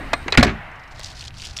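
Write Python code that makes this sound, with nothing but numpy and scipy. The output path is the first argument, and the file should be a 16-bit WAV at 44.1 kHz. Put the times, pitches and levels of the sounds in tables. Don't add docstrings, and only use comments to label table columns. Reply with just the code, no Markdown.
import sys
import numpy as np
from scipy import signal
from scipy.io import wavfile
from scipy.ndimage import uniform_filter1d

SR = 44100
rng = np.random.default_rng(int(sys.argv[2]) if len(sys.argv) > 2 else 0)


def volts(x):
    e = np.asarray(x, float) / 20
    return 10 ** e


def wav_out(sig):
    wavfile.write(sys.argv[1], SR, np.round(np.clip(np.atleast_2d(sig).T, -1, 1) * 32767).astype(np.int16))


N = 70560


def curve_db(points, hz, fall_db=10.0):
    f, level = np.transpose(points)
    octaves_below = np.maximum(np.log2(f[0] / (hz + 1)), 0)
    octaves_above = np.maximum(np.log2((hz + 1) / f[-1]), 0)
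    return np.interp(np.log(hz + 1), np.log(f), level) - fall_db * (octaves_below + octaves_above)


def along(rows, column=1):
    rows = np.asarray(rows)
    return np.interp(np.arange(N) / SR, rows[:, 0], rows[:, column])


def evened(x):
    return x / np.sqrt(np.mean(x ** 2) + 1e-20)


def peaked(x):
    return x / abs(x).max()


def add(mix, s, sound):
    part = mix[round(s * SR):][:len(sound)]
    part += sound[:len(part)]


def noise(colour, patchy_db, size=1024):
    hop = size // 4
    a, b, patches = rng.standard_normal((N // hop + 5, size // 2 + 1, 3)).T
    for axis in (0, 1):
        patches = uniform_filter1d(patches, size=8, axis=axis)
    level = curve_db(colour, np.fft.rfftfreq(size, 1 / SR))[:, None] + patchy_db * evened(patches)
    return evened(signal.istft((a + 1j * b) * volts(level), nperseg=size, noverlap=size - hop)[1][:N])


def ring(hz, db, t60, phase, length, late=0):
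    rise_s = 0.00019
    t = np.arange(0, length, 1 / SR) - (late + 0 * hz)[:, None]
    fade = np.exp(-np.log(1000) * t / t60[:, None]) * np.clip(t / rise_s, 0, 1)
    return volts(db) @ (fade * np.sin(2 * np.pi * (hz[:, None] * t + phase[:, None])))


def street():
    # t/s, tyre roar level/dB, rumble level/dB
    passing = [(0, -38.5, -41), (.3, -43, -39), (.6, -39, -42.5), (.78, -43, -49.5), (.95, -47.5, -48.5),
               (1.1, -47.5, -44), (1.32, -52, -43.5), (1.6, -50, -42.5)]
    # f/Hz, level/dB per Hz
    roar_colour = [(250, -10.5), (520, -9.5), (680, 0), (1100, -2.5), (2000, -1.5), (3100, -14),
                   (7000, -60)]
    rumble_colour = [(22, -3), (38, -3), (128, -7.5), (200, -22), (330, -27.5)]
    air_colour = [(2500, -0.5), (3300, -9), (3850, -0.5), (6000, -13), (14700, -23.5)]
    # t/s, level/dB
    air_fade = [(.25, -10), (.7, -19)]
    drone_hz, half_width_hz, drone_db, fade_db_per_s = 248, 63, -41, 30
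    hump = [(drone_hz - half_width_hz, -12), (drone_hz, 0), (drone_hz + half_width_hz, -12)]
    drone = volts(drone_db - fade_db_per_s * np.arange(N) / SR) * noise(hump, 2.8, size=2048)
    roar = volts(along(passing) + 2.0) * noise(roar_colour, 1.2)
    rumble = volts(along(passing, column=2) + 4.0) * noise(rumble_colour, 1.2, size=2048)
    air = volts(along(air_fade) - 41) * noise(air_colour, 0.71)
    return roar + rumble + air + drone


def singing_part(modes, blows):
    out = np.zeros(N)
    hz, level, t60 = np.transpose(modes)
    for s, db, held_s in blows:
        note = ring(hz, level, t60, 0 * hz, .15)
        let_ring = np.clip((held_s - np.arange(len(note)) / SR) / 0.013, 0, 1)
        add(out, s, volts(db) * note * let_ring)
    return out


def bar():
    # f/Hz, level/dB, t60/s (time to fade by 60 dB)
    bar_notes = [(8140, -48.5, 0.54), (3750, -49, 0.81)]
    # t/s, level/dB, time until damped/s
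    bar_blows = [
        (.0005, -7.5, 0.11),
        (0.135, 0.5, 0.12),
        (0.283, -11, 0.054),
    ]
    return singing_part(bar_notes, bar_blows)


def latch():
    # t/s, peak level/dB, strongest f/Hz, t60/s, treble tilt above 3 kHz/steps of 2 dB per
    clacks = [(0.132, -7, 1050, 0.039, 1), (.1345, -4, 2000, 0.011, -0.5),
              (0.2811, -11.5, 970, 0.034, -3.5), (.284, -18, 2250, 0.026, -10), (0.305, -38, 5500, 0.03, 7),
              (0.3233, -9.5, 4036, 0.061, -2.5), (.325, -13, 4620, 0.036, -1.5),
              (.339, -12, 1400, 0.031, -4), (0.348, -15.5, 4500, 0.02, 0.5), (.352, -11, 1880, 0.0087, -13),
              (0.3741, 6, 2260, 0.032, -0.5), (.378, -0.5, 1645, 0.094, -1), (0.396, -14, 4000, 0.017, 2),
              (.407, -8, 2230, 0.045, -1.5), (.4272, 2, 582, 0.04, -6.5), (0.4296, -0.5, 4254, 0.048, 2.5),
              (.446, -7.5, 1727, 0.052, 0), (.466, -12.5, 1694, 0.14, -2.5), (.477, -14, 2410, 0.11, -9),
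              (.492, -18.5, 1307, 0.17, -4), (.9945, -22.5, 1190, 0.015, 3.5)]
    # f/Hz, level/dB per Hz
    clack_colour = [(420, -3.5), (700, -3.5), (1300, -5.5), (2200, 0), (3000, -9), (4200, -8), (7000, -16),
                    (15000, -40.5)]
    count, low_hz, high_hz = 240, 380, 15500
    focus_db, focus_oct, chatter_s, treble_damp, clack_db = 5, 0.45, .0015, 0.43, -3
    tail_db, tail_stretch = -18.5, 6.8
    note_db, note_stretch = -12, 0.82
    out = np.zeros(N)
    luck = rng.random((len(clacks), 4, count))
    for (s, db, main_hz, t60, tilt_db), (u, v, w, late) in zip(clacks, luck):
        t60 = max(t60, .01)
        hz = low_hz * (high_hz / low_hz) ** ((np.arange(count) + u) / count)
        level = curve_db(clack_colour, hz) + 10 * np.log10(hz) - 3.2 * w
        level += 2 * tilt_db * np.maximum(np.log2(hz / 3000), 0)
        level += focus_db * np.exp(-(np.log2(hz / main_hz) / focus_oct) ** 2)
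        fade_s = t60 * (hz / 2000) ** -treble_damp * (0.64 + 0.96 * v)
        chatter = -chatter_s * np.log(1 - late) * late
        body = peaked(ring(hz, level, fade_s, v * 7 % 1, 0.077, chatter))
        t = np.arange(len(body)) / SR
        note = volts(note_db - 60 * t / t60 / note_stretch) * np.sin(2 * np.pi * main_hz * t)
        body += note * np.minimum(t / 0.0014, 1)
        tail = peaked(ring(hz[::3], level[::3], fade_s[::3] * tail_stretch, w[::3], 0.14))
        scale = volts(db + clack_db) / abs(body).max()
        body_fade = np.cos(np.linspace(0, np.pi / 2, len(body))) ** .5
        tail_swell = np.sin(np.pi * np.linspace(0, 1, len(tail)) ** 1.8)
        add(out, s, scale * body * body_fade)
        add(out, s, scale * volts(tail_db) * tail * tail_swell)
    return out


def rings():
    # t/s, peak level/dB, f/Hz, t60/s
    lone_tones = [(.1322, -3, 917, .014), (.1335, -15, 688, 0.056), (0.135, -21, 1710, 0.051),
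                  (0.1342, -11, 2494, .03), (.135, -16.5, 3790, 0.022), (.138, -35.5, 4140, 0.11),
                  (.139, -17, 1160, 0.044), (.2815, -23.5, 2150, 0.044), (0.282, -29, 3580, .02),
                  (0.2816, -26.5, 6430, 0.01), (0.3237, -8, 3940, 0.024), (0.3237, -21.5, 7250, 0.011),
                  (0.3259, -16.5, 2519, 0.028), (0.328, -17.5, 4300, 0.022), (.331, -25, 3740, 0.028),
                  (0.323, -26.5, 393, 0.12), (0.345, -23, 1350, .025), (.349, -28, 4480, .015),
                  (0.353, -12, 1870, 0.017), (0.3756, -6.5, 1445, 0.087), (.3755, -7.5, 4960, .025),
                  (.376, -16, 3860, 0.059), (0.377, -11, 3104, 0.035), (.382, 0.5, 62.9, 0.094),
                  (.387, -8, 242, 0.095), (.396, -12, 4180, 0.012), (.428, -12.5, 719, 0.13),
                  (.429, -13, 1732, 0.066), (0.43, -13, 3810, 0.032), (0.424, -18, 59, 0.38),
                  (0.459, -16, 254.6, 0.08), (.459, -18, 398, 0.043), (.497, -25.5, 221.3, 0.32),
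                  (.51, -20, 55, 0.21), (.5, -40, 162, 0.79), (0.134, -18, 290, 0.054),
                  (.136, -11.5, 2073, 0.035), (0.4273, -12, 1120, .05), (0.473, -21.5, 160, 0.085),
                  (0.323, -17, 4800, .02), (.304, -37, 4000, 0.038), (.53, -29.5, 221, 0.26),
                  (0.4284, -15.5, 5276, 0.036), (0.134, -19, 550, 0.026)]
    rise_turns = 0.63
    out = np.zeros(N)
    t = np.arange(0, .3, 1 / SR)
    for s, db, hz, t60 in lone_tones:
        tone = volts(db - 60 * t / max(t60, .005)) * np.sin(2 * np.pi * hz * t)
        add(out, s, tone * np.minimum(t * hz / rise_turns, 1) * (1 - t / t[-1]))
    return out


def panel():
    # t/s, peak level/dB, tilt/steps of 2.76 dB per octave
    thumps = [(0.134, -22, -3.5), (0.262, -19, 6.5), (.377, 2, 0), (.383, -0.5, 1), (.395, -1, -0.5),
              (0.409, -12, 0.5), (0.427, -5, -0.5), (0.458, -7, 4), (0.476, -10.5, 0.5), (0.521, -15.5, 0),
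              (0.88, -42, 2)]
    # f/Hz, level/dB, t60/s
    sheet_tones = [(60.2, -8.5, 0.096), (80, -0.5, 0.11), (122.6, 1, 0.083), (166.6, -9.5, 0.2),
                   (227, -11, 0.27), (255.8, -4.5, 0.105), (286, -3.5, 0.084), (351, -12, 0.126),
                   (401.3, -22, 0.21)]
    thump_db, rise_s = -4.5, 0.0027
    sag = 0.28
    out = np.zeros(N)
    hz, level, t60 = np.transpose(sheet_tones)
    t = np.arange(0, .4, 1 / SR)
    for (s, db, tilt_db), u in zip(thumps, rng.random((len(thumps), len(sheet_tones)))):
        turns = (hz * (.96 + 0.088 * u))[:, None] * t * (1 - sag * t * 100 / hz[:, None])
        tones = volts(-60 * t / t60[:, None]) * np.sin(2 * np.pi * turns)
        boom = volts(level - 10.8 * u + 2.76 * tilt_db * np.log2(hz / 150)) @ tones
        add(out, s, volts(db + thump_db) * peaked(boom * np.minimum(t / rise_s, 1)))
    return out


def pin():
    # f/Hz, level/dB, t60/s
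    pin_notes = [(13600, -63, .15), (10200, -63, .06), (11510, -66, .12)]
    # t/s, level/dB, time until damped/s
    pin_blows = [
        (.432, 7, .05),
        (.478, -2, .025),
    ]
    return singing_part(pin_notes, pin_blows)


def tick(db, hz, t60, wide, u, v):
    spread = np.linspace(-2.2, 3.2, len(u)) + 0.32 * u
    snap_hz = np.minimum(hz * 2 ** (0.34 * wide * spread), 15000)
    snap = peaked(ring(snap_hz, -3. * spread ** 2, t60 * (.5 + u), 0.34 * wide * v, 0.067))
    t = np.arange(len(snap)) / SR
    note = volts(-7.5 - 60 * t / (1.16 * t60)) * np.sin(2 * np.pi * hz * t)
    return volts(db) * peaked(snap + note)


def ticks():
    # t/s, peak level/dB, f/Hz
    snaps = [(0.9116, -37, 4500), (0.96, -34.5, 4960), (0.9947, -37.5, 7660), (1.003, -25.5, 4800),
             (1.0124, -25, 3770), (1.033, -21, 4670), (1.0416, -24, 4470), (1.06, -21, 4900),
             (1.069, -34, 4480), (1.104, -29, 4500), (1.1966, -27, 5100), (1.2094, -20, 4330),
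             (1.241, -21.5, 4530), (1.256, -24.5, 4230), (1.2806, -20.5, 4120), (1.307, -28.5, 2780),
             (1.342, -33, 3240), (1.353, -43, 5440), (1.369, -29.5, 4500), (1.4195, -17.5, 4720),
             (1.425, -25, 2710), (1.444, -23, 3100), (1.47, -22, 5500), (1.496, -31, 3500),
             (1.5681, -18, 3440), (1.578, -18.5, 5700), (1.5876, -14.5, 3410), (1.595, -21, 3100),
             (1.597, -18.5, 6430), (1.227, -23.5, 2920), (1.4, -25, 3040), (1.452, -30, 3040)]
    swing_s, period_s, taps = .7145, .0406, 5
    swing_db, growth_db, swing_hz, swing_t60_s = -51.5, 2.5, 5320, 0.039
    out = np.zeros(N)
    luck = rng.random((40, 2, 24))
    for k in range(taps):
        tap = tick(swing_db + growth_db * k, swing_hz, swing_t60_s, 1.22, *luck[-1 - k])
        add(out, swing_s + k * period_s, tap)
    for (s, db, hz), (u, v) in zip(snaps, luck):
        add(out, s, tick(db - 1, hz, 0.011, 0.97, u, v))
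    return out


def rustle():
    # f/Hz, level/dB per Hz
    rub_colour = [(2100, -26), (2800, -3), (3700, -5.5), (5000, -1.5), (8000, -13), (14600, -41.5)]
    # peak t/s, width/s, peak level/dB, favoured f/Hz
    strokes = [(0.919, 0.013, -49.5, 4800), (.98, 0.046, -47, 4070), (1.048, 0.033, -34.5, 4840),
               (1.102, 0.019, -38.5, 4600), (1.14, 0.048, -46.5, 4400), (1.185, 0.039, -39.5, 4150),
               (1.216, 0.019, -39, 3200), (1.253, 0.023, -40.5, 4270), (1.277, 0.012, -40, 2880),
               (1.35, 0.026, -50, 4200), (1.392, 0.038, -39, 3900), (1.43, 0.021, -37.5, 2760),
               (1.454, 0.023, -33.5, 3070), (1.478, 0.013, -40, 5200), (1.503, 0.014, -38.5, 4270),
               (1.535, 0.035, -47, 4460), (1.569, 0.0072, -30.5, 5400), (1.592, 0.012, -34, 3180)]
    snaps_per_s, snap_spread_db, rub_db, swish_db = 7700, 2.5, -2, -9.5
    grip_db, grip_oct = 3, 0.3
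    clump = volts(3.2 * evened(uniform_filter1d(rng.standard_normal(N), size=150)))
    strength = volts(snap_spread_db * np.minimum(rng.exponential(1, N), 5))
    hits = strength * (rng.random(N) < snaps_per_s / SR) * clump
    kind = rng.integers(0, 30, N)
    crackle = np.zeros(N)
    t = np.arange(0, .006, 1 / SR)
    for k, hz in enumerate(np.geomspace(2000, 15000, num=30)):
        shape = hz * t * np.exp(-t * hz / 0.92)
        snap = volts(curve_db(rub_colour, hz)) * hz * shape * np.sin(2 * np.pi * hz * t)
        crackle += signal.oaconvolve(hits * (kind == k), snap)[:N]

    now = np.arange(N) / SR
    push = []
    for s, width, db, _ in strokes:
        away = abs((now - s) / width * np.where(now < s, 1.3, .8))
        push.append(volts(2 * db) * np.exp(-2.5 * away ** 1.64) + 1e-30)
    push = np.array(push)
    effort = np.sqrt(push.sum(0))
    centre_hz = np.transpose(strokes)[-1] @ push / push.sum(0)

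    local_level = np.sqrt(uniform_filter1d(crackle ** 2, size=2000) + 1e-12)
    rub = crackle / local_level + volts(swish_db) * noise(rub_colour, 0.92, size=256)
    hz, at, z = signal.stft(rub, SR, nperseg=256, noverlap=192)
    octaves_off = np.log2((hz[:, None] + 1) / np.interp(at, now, centre_hz))
    z = z * volts(grip_db * np.exp(-(octaves_off / grip_oct) ** 2))
    return effort * volts(rub_db) * evened(signal.istft(z, SR, nperseg=256, noverlap=192)[1][:N])


def scene():
    return (street() + bar() + latch() + rings() + panel() + pin() + ticks() + rustle())[None]


def top_cut(x):
    return signal.sosfilt(signal.butter(12, 16520, fs=SR, output="sos"), x)


def record(dry):
    ceiling, mic_top_hz = .97, 15600
    clipped = dry / (1 + abs(dry / ceiling) ** 4) ** (1 / 4)
    low_pass = signal.firwin(129, mic_top_hz, window=("kaiser", 6), fs=SR)
    return top_cut(signal.oaconvolve(clipped, low_pass[None], "same"))


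dry = scene()
out = record(dry)
wav_out(out)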